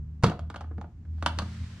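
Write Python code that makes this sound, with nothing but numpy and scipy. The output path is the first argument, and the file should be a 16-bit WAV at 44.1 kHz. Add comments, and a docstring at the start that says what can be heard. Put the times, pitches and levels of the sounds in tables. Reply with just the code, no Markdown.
"""Latches of a hard case

A hand snaps open two metal latches of a long hard case that lies on the carpet of a small room.
Each contact excites damped modes of plastic shell, latch metal and hollow case, plus bursts of noise;
a weaker noise tail is the rattle of the loose hasps. A diffuse room tail follows.
Coloured noise gives the room tone and, late, a sleeve that brushes along as the arm moves.
Wavering harmonic and inharmonic sines form a low drone, like an engine outside, that slowly rises in pitch."""
import sys
import numpy as np
from scipy import signal
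from scipy.fft import rfft, irfft
from scipy.io import wavfile
from scipy.ndimage import uniform_filter1d

SR = 44100
rng = np.random.default_rng(int(sys.argv[2]) if len(sys.argv) > 2 else 0)


def output_pcm(signal):
    """Save a mono or channel-first signal as 16-bit PCM at the path in sys.argv[1].

    Samples are clipped to [-1, 1] before scaling.
    """
    pcm = np.clip(np.atleast_2d(signal).T, -1, 1) * 32767
    wavfile.write(sys.argv[1], SR, np.round(pcm).astype(np.int16))


N = 79380
T = np.arange(N) / SR

# spectral shape of the room tone: [f/Hz, relative density/dB]
AIR_SPECTRUM = [(15, -38), (30, -10.5), (55, -4), (90, 4.5), (140, -14), (240, -13.5), (330, -23.5),
                (520, -38), (1000, -41.5), (1600, -44.5), (3900, -55.5), (6900, -55.5), (10300, -69.5),
                (15000, -70)]
# course of the drone: [t/s, fundamental f/Hz, level/dB]
DRONE_COURSE = [(0, 71.4, -34), (.06, 76.44, -41.5), (.13, 76.7, -41), (.22, 74.94, -43), (.35, 78.21, -52),
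                (.44, 78, -33), (.53, 79.22, -47.5), (.67, 77.85, -35.5), (.76, 78.82, -35),
                (.85, 79.12, -42), (.9, 80.83, -61), (1.0, 79, -43.5), (1.13, 79.54, -32), (1.3, 80, -33.5),
                (1.49, 83.03, -33.5), (1.54, 83.77, -46.5), (1.62, 82.8, -30), (1.69, 84.5, -46),
                (1.8, 85.5, -49.5)]
# overtones of the drone: [multiple of the fundamental, level/dB relative to it]
DRONE_OVERTONES = [(2, -21.5), (3, -26)]
# level of a second, higher set of lines that swells late: [t/s, level/dB]
SWELL_COURSE = [(0, -47.5), (1.2, -57.5), (1.42, -43.5), (1.64, -43), (1.8, -51.5)]
# lines of that set: [multiple of the fundamental, level/dB relative to the swell]
SWELL_PARTIALS = [(1.4, -4.5), (2, -5), (2.53, -9.5)]
# course of the sleeve: [t/s, level/dB]
SLEEVE_COURSE = [(0, -110), (.9, -100), (1.12, -76.5), (1.25, -64), (1.38, -56.5), (1.5, -53), (1.64, -54),
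                 (1.8, -56)]
# spectral shape of the rubbing cloth: [f/Hz, relative density/dB]
CLOTH_SPECTRUM = [(200, 7), (700, -4), (1600, 2.5), (2800, -2), (4500, -2.5), (8000, -11.5), (11000, -23.5),
                  (15000, -35)]
# bands of the diffuse room tail: [centre f/Hz, level/dB, reverberation time t60/s]
ROOM_BANDS = [(99.7, -14.5, 0.44), (320, -3.5, 0.3), (800, -10, 0.28), (1590, -10.5, 0.31),
              (3500, -9, 0.28), (7000, -12.5, 0.21), (14000, -10.5, 0.31)]
# right-to-left level difference of the case: [f/Hz, level/dB]
RIGHT_EXCESS = [(200, 0.4), (700, -0.5), (1300, 2), (2400, -0.3), (4400, 0.3), (8000, 2.5), (15000, 3.5)]
# air modes of the hollow case: [f/Hz, mean level/dB, t60/s], scattered at each contact
HOLLOW_MODES = [(76, -9.5, 0.21), (118.6, -4, 0.12), (165.2, -3, 0.097), (199.3, -5, .08),
                (237.8, -3, 0.075), (318.4, -8, 0.092), (469, -10.5, 0.047)]
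# modes of the plastic shell: [f/Hz, mean level/dB, t60/s], scattered and favoured at each contact
SHELL_MODES = [(568, -3.5, 0.043), (711, -1, 0.052), (809, -5, 0.05), (995, -5, .035), (1224, -4.5, 0.051),
               (1488, -1.5, 0.019), (1656, -12.5, 0.019), (1940, -12.5, .02)]
# modes of the latch metal: [f/Hz, mean level/dB, t60/s], scattered at each contact
METAL_MODES = [(2250, 5, 0.021), (2735, 8, 0.018), (3096, 0, 0.022), (3304, -1, 0.065), (3730, -0.5, 0.036),
               (4202, 2.5, 0.02), (4580, -3, 0.041), (5490, -5.5, 0.02), (6660, -4.5, .02),
               (8570, -13.5, 0.06)]
# spectral shape of the noise of the shell, before a struck spot favours it: [f/Hz, relative density/dB]
KNOCK_SPECTRUM = [(200, -19), (450, -1.5), (720, 1), (1000, -1), (1300, 0), (1650, -4.5), (2100, -11.5),
                  (3000, -20), (8000, -51)]
# spectral shape of the noise of the latch metal: [f/Hz, relative density/dB]
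CLICK_SPECTRUM = [(900, -13), (2000, -5), (3000, 2.5), (4500, -2.5), (6500, -8.5), (9500, -15.5),
                  (12000, -28), (16000, -37)]
# contacts of latch and case: [t/s, shell level/dB, metal level/dB, hollow level/dB,
# scrape decay constant/ms, f/Hz favoured by the struck spot]; the gains below add to the levels
CONTACT_EVENTS = [(0.226, -33, -49, -43, 12, 810), (0.2351, -18, -28, -11.5, 2, 926),
                  (0.2406, -12, -23.5, -14.5, 1.44, 1340), (0.262, -30.5, -36, -22.5, 10, 1500),
                  (0.283, -35, -48, -22, 16, 1810), (0.297, -32.5, -42, -32, 4.3, 910),
                  (0.315, -28.5, -53.5, -33, 7.5, 706), (0.3923, -32, -51.5, -58, 1.7, 735),
                  (0.5004, -33.5, -46.5, -40.5, 1.52, 1310), (0.542, -32.5, -52.5, -45.5, 4.2, 1300),
                  (0.5594, -32.5, -45, -47.5, 3.3, 807), (0.565, -40, -50, -54.5, 1.5, 1230),
                  (0.6071, -32.5, -51, -43.5, 7.5, 700), (0.641, -43, -76, -44.5, 3.6, 1080),
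                  (0.711, -46, -82, -42, 10, 1135), (0.7802, -36.5, -65, -32.5, 4, 480),
                  (0.8128, -33, -55.5, -45.5, 2.3, 750), (0.826, -52, -74, -59, 5.5, 610),
                  (0.842, -41.5, -81, -40, 2.7, 603), (1.0505, -55.5, -71.5, -69, 0.81, 1960),
                  (1.182, -52, -72, -64, 2.3, 1200), (1.2247, -26.5, -40, -32.5, 2.5, 1200),
                  (1.2614, -13.5, -22.5, -33, 1.25, 1733), (1.377, -52, -65, -38.5, 2.16, 1400),
                  (1.3873, -24, -28, -28, 1.6, 1020), (1.3926, -26.5, -51.5, -39.5, 5.2, 980),
                  (1.418, -33.5, -45, -30, 6.45, 1190)]

AIR_DB = -46
ROOM_GAP_S, ROOM_WIDE_HZ = 0.0054, 2200
PORT_LAG_S = 0.000042
# gains of the ringing and noisy parts of each contact
SHELL_DB, KNOCK_DB, METAL_DB, CLICK_DB, HOLLOW_DB = -9, -7, -3.5, -4, -1
CHATTER_DB, CHATTER_S = -9.5, 0.009  # brief rattle of the loose hasps
PEAK_S, RING_S = 0.003, 0.4  # averaging window for peak level, length of a contact
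SPOT_DB, SPOT_OCTAVES = 9, 0.59  # height and width of the favoured band
RISE_SHARE = 0.2  # rise constant as a share of the decay constant
CLICK_WIDTH, KNOCK_WIDTH = 0.55, 0.22  # side-to-mid amplitude ratios
TOP_HZ = 15700


def undb(db):
    """A level in decibels is 20 times the logarithm of an amplitude ratio; return the ratio."""
    return 10 ** (np.asarray(db) / 20)


def curve(rows, column=1):
    """Linear interpolation: a table column becomes a continuous function of time."""
    rows = np.array(rows)
    return np.interp(T, rows[:, 0], rows[:, column])


def unit(x):
    """Normalisation of mean power: the rms becomes 1."""
    return x / np.sqrt(np.mean(x ** 2))


def unit_peak(x):
    """Normalisation of short-time power: the loudest few milliseconds get rms 1."""
    power = uniform_filter1d(x ** 2, int(PEAK_S * SR), mode="constant")
    return x / np.sqrt(power.max())


def colour(x, points):
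    """Minimum-phase filtering: folding the cepstrum of a magnitude outline makes its response causal."""
    n, points = len(x), np.array(points)
    hz = np.maximum(np.fft.rfftfreq(n, 1 / SR), 1)
    outline_db = np.interp(np.log(hz), np.log(points[:, 0]), points[:, 1])
    cepstrum = irfft(np.log(undb(outline_db)), n)
    cepstrum[1:n // 2] *= 2
    cepstrum[n // 2 + 1:] = 0
    return irfft(rfft(x) * np.exp(rfft(cepstrum)), n)


def wide_noise(n, wide_hz):
    """Diffuse-field coherence: both sides agree in the bass and become unrelated in the treble."""
    hz = np.fft.rfftfreq(n, 1 / SR)
    mid, side = rfft(rng.standard_normal((2, n)))
    width = hz / np.hypot(hz, wide_hz)
    sides = mid + np.array([[1], [-1]]) * width * side
    return irfft(sides / np.sqrt(1 + width ** 2), n)


def hiss(points, wide_hz):
    """Broadband random pressure: stereo noise with a given spectral shape and rms 1."""
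    return unit(np.array([colour(side, points) for side in wide_noise(N, wide_hz)]))


def waver(rate_hz, depth):
    """Random amplitude modulation: noise smoothed twice makes a gain that wanders around 1."""
    k = int(SR / rate_hz)
    smooth = uniform_filter1d(uniform_filter1d(rng.standard_normal(N), k), k)
    return 1 + depth * unit(smooth)


def room_tone():
    """Stationary background noise: steady random pressure, strongest in the bass."""
    return undb(AIR_DB) * hiss(AIR_SPECTRUM, wide_hz=1500)


def wavering_lines(rows, phase):
    """Superposition of sines tied to one phase, each with its own random amplitude modulation."""
    total = 0
    for multiple, db in rows:
        total = total + undb(db) * np.sin(multiple * phase) * waver(rate_hz=7.8, depth=0.51)
    return total


def drone():
    """Engine-like line spectrum: all lines follow one moving fundamental, the higher set swelling late."""
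    phase = 2 * np.pi * np.cumsum(curve(DRONE_COURSE)) / SR
    main = np.sin(phase) * waver(rate_hz=9.6, depth=0.05)
    main = main + wavering_lines(DRONE_OVERTONES, phase)
    swell = wavering_lines(SWELL_PARTIALS, phase)
    # sqrt(2) makes the rms of a sine 1
    return np.sqrt(2) * (undb(curve(DRONE_COURSE, 2)) * main + undb(curve(SWELL_COURSE)) * swell)


def sleeve():
    """Friction noise: cloth slides softly as the arm swings back, heard as modulated coloured noise."""
    cloth = hiss(CLOTH_SPECTRUM, wide_hz=2000)
    return cloth * undb(curve(SLEEVE_COURSE)) * waver(rate_hz=68, depth=0.061)


def room(x):
    """Diffuse reverberation: convolution with noise that decays exponentially at each band's own rate."""
    t = T[:SR // 2]
    hz, db, t60 = np.array(ROOM_BANDS).T
    noise = rfft(wide_noise(len(t), ROOM_WIDE_HZ))
    log_hz = np.log(np.maximum(np.fft.rfftfreq(len(t), 1 / SR), 1))
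    onset = np.clip(t / ROOM_GAP_S - 1, 0, 1)  # silent for one gap, full after two
    tail = 0
    for share, band_db, band_t60 in zip(np.eye(len(hz)), db, t60):
        fade = np.exp(-np.log(1000) * t / band_t60) * onset
        band = irfft(noise * np.interp(log_hz, np.log(hz), share), len(t))
        tail = tail + undb(band_db) * band * fade / np.linalg.norm(fade)
    return signal.fftconvolve(x.mean(0)[None], tail, axes=1)[:, :N]


def ports(x):
    """Interaural-type differences: the right microphone port, nearer, hears earlier and mostly louder."""
    hz, excess = np.fft.rfftfreq(2 * N, 1 / SR), np.array(RIGHT_EXCESS)
    half_db = np.interp(hz, excess[:, 0], excess[:, 1]) / 2
    half_lead = np.exp(1j * np.pi * hz * PORT_LAG_S)
    tilt = undb(half_db) * half_lead
    return irfft(rfft(x, 2 * N) * np.array([1 / tilt, tilt]))[:, :N]


def favour(rows, spot_hz):
    """Position-dependent excitation: levels rise around the frequency that the struck spot favours."""
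    rows = np.array(rows, float)
    octaves = np.log2(rows[:, 0] / spot_hz)
    rows[:, 1] += SPOT_DB * np.exp(-0.5 * (octaves / SPOT_OCTAVES) ** 2)
    return rows


def ring(modes, t, scatter_db, detune):
    """Modal superposition: exponentially damped sines, struck a little differently each time."""
    hz, db, t60 = np.array(modes).T[:, :, None]
    size, shift = rng.standard_normal((2, len(modes), 1))
    sign = (-1) ** np.arange(len(modes))[:, None]
    damping = np.exp(-np.log(1000) * t / t60)
    waves = np.sin(2 * np.pi * hz * (1 + detune * shift) * t) * damping
    return unit_peak((sign * undb(db + scatter_db * size) * waves).sum(0))


def crack(points, t, decay_s, width):
    """Stochastic excitation: scraping parts make a decaying noise burst, partly alike on both sides."""
    decay = np.exp(-t / decay_s) + undb(CHATTER_DB) * np.exp(-t / CHATTER_S)
    fade = decay * (1 - np.exp(-t / (RISE_SHARE * decay_s)))
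    mid, side = (unit_peak(colour(rng.standard_normal(len(t)) * fade, points)) for _ in range(2))
    return mid + np.array([[1], [-1]]) * width * side


def latches():
    """Impact excitation: every contact sounds the shell, the latch metal and the hollow of the case."""
    t = np.arange(int(RING_S * SR)) / SR
    out = np.zeros((2, N + len(t)))
    for start, shell_db, metal_db, bump_db, scrape_ms, spot_hz in CONTACT_EVENTS:
        decay_s = scrape_ms / 1000
        shell = undb(SHELL_DB) * ring(favour(SHELL_MODES, spot_hz), t, scatter_db=0.5, detune=0.012)
        knock = undb(KNOCK_DB) * crack(favour(KNOCK_SPECTRUM, spot_hz), t, decay_s, KNOCK_WIDTH)
        metal = undb(METAL_DB) * ring(METAL_MODES, t, scatter_db=7, detune=0.0065)
        click = undb(CLICK_DB) * crack(CLICK_SPECTRUM, t, decay_s, CLICK_WIDTH)
        bump = undb(HOLLOW_DB) * ring(HOLLOW_MODES, t, scatter_db=5, detune=0.013)
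        contact = undb(shell_db) * (shell + knock) + undb(metal_db) * (metal + click)
        i = int(start * SR)
        out[:, i:i + len(t)] += contact + undb(bump_db) * bump
    return out[:, :N]


def scene():
    """Linear superposition: the case and its room, slightly to the right, over the other sounds."""
    case = latches()
    return room_tone() + drone() + sleeve() + ports(case + room(case))


def record(dry):
    """Band limitation: the recorder's steep elliptic low-pass removes the top of the spectrum."""
    low_pass = signal.ellip(8, 0.2, 70, TOP_HZ, fs=SR, output="sos")
    return signal.sosfilt(low_pass, dry)


dry = scene()
out = record(dry)
output_pcm(out)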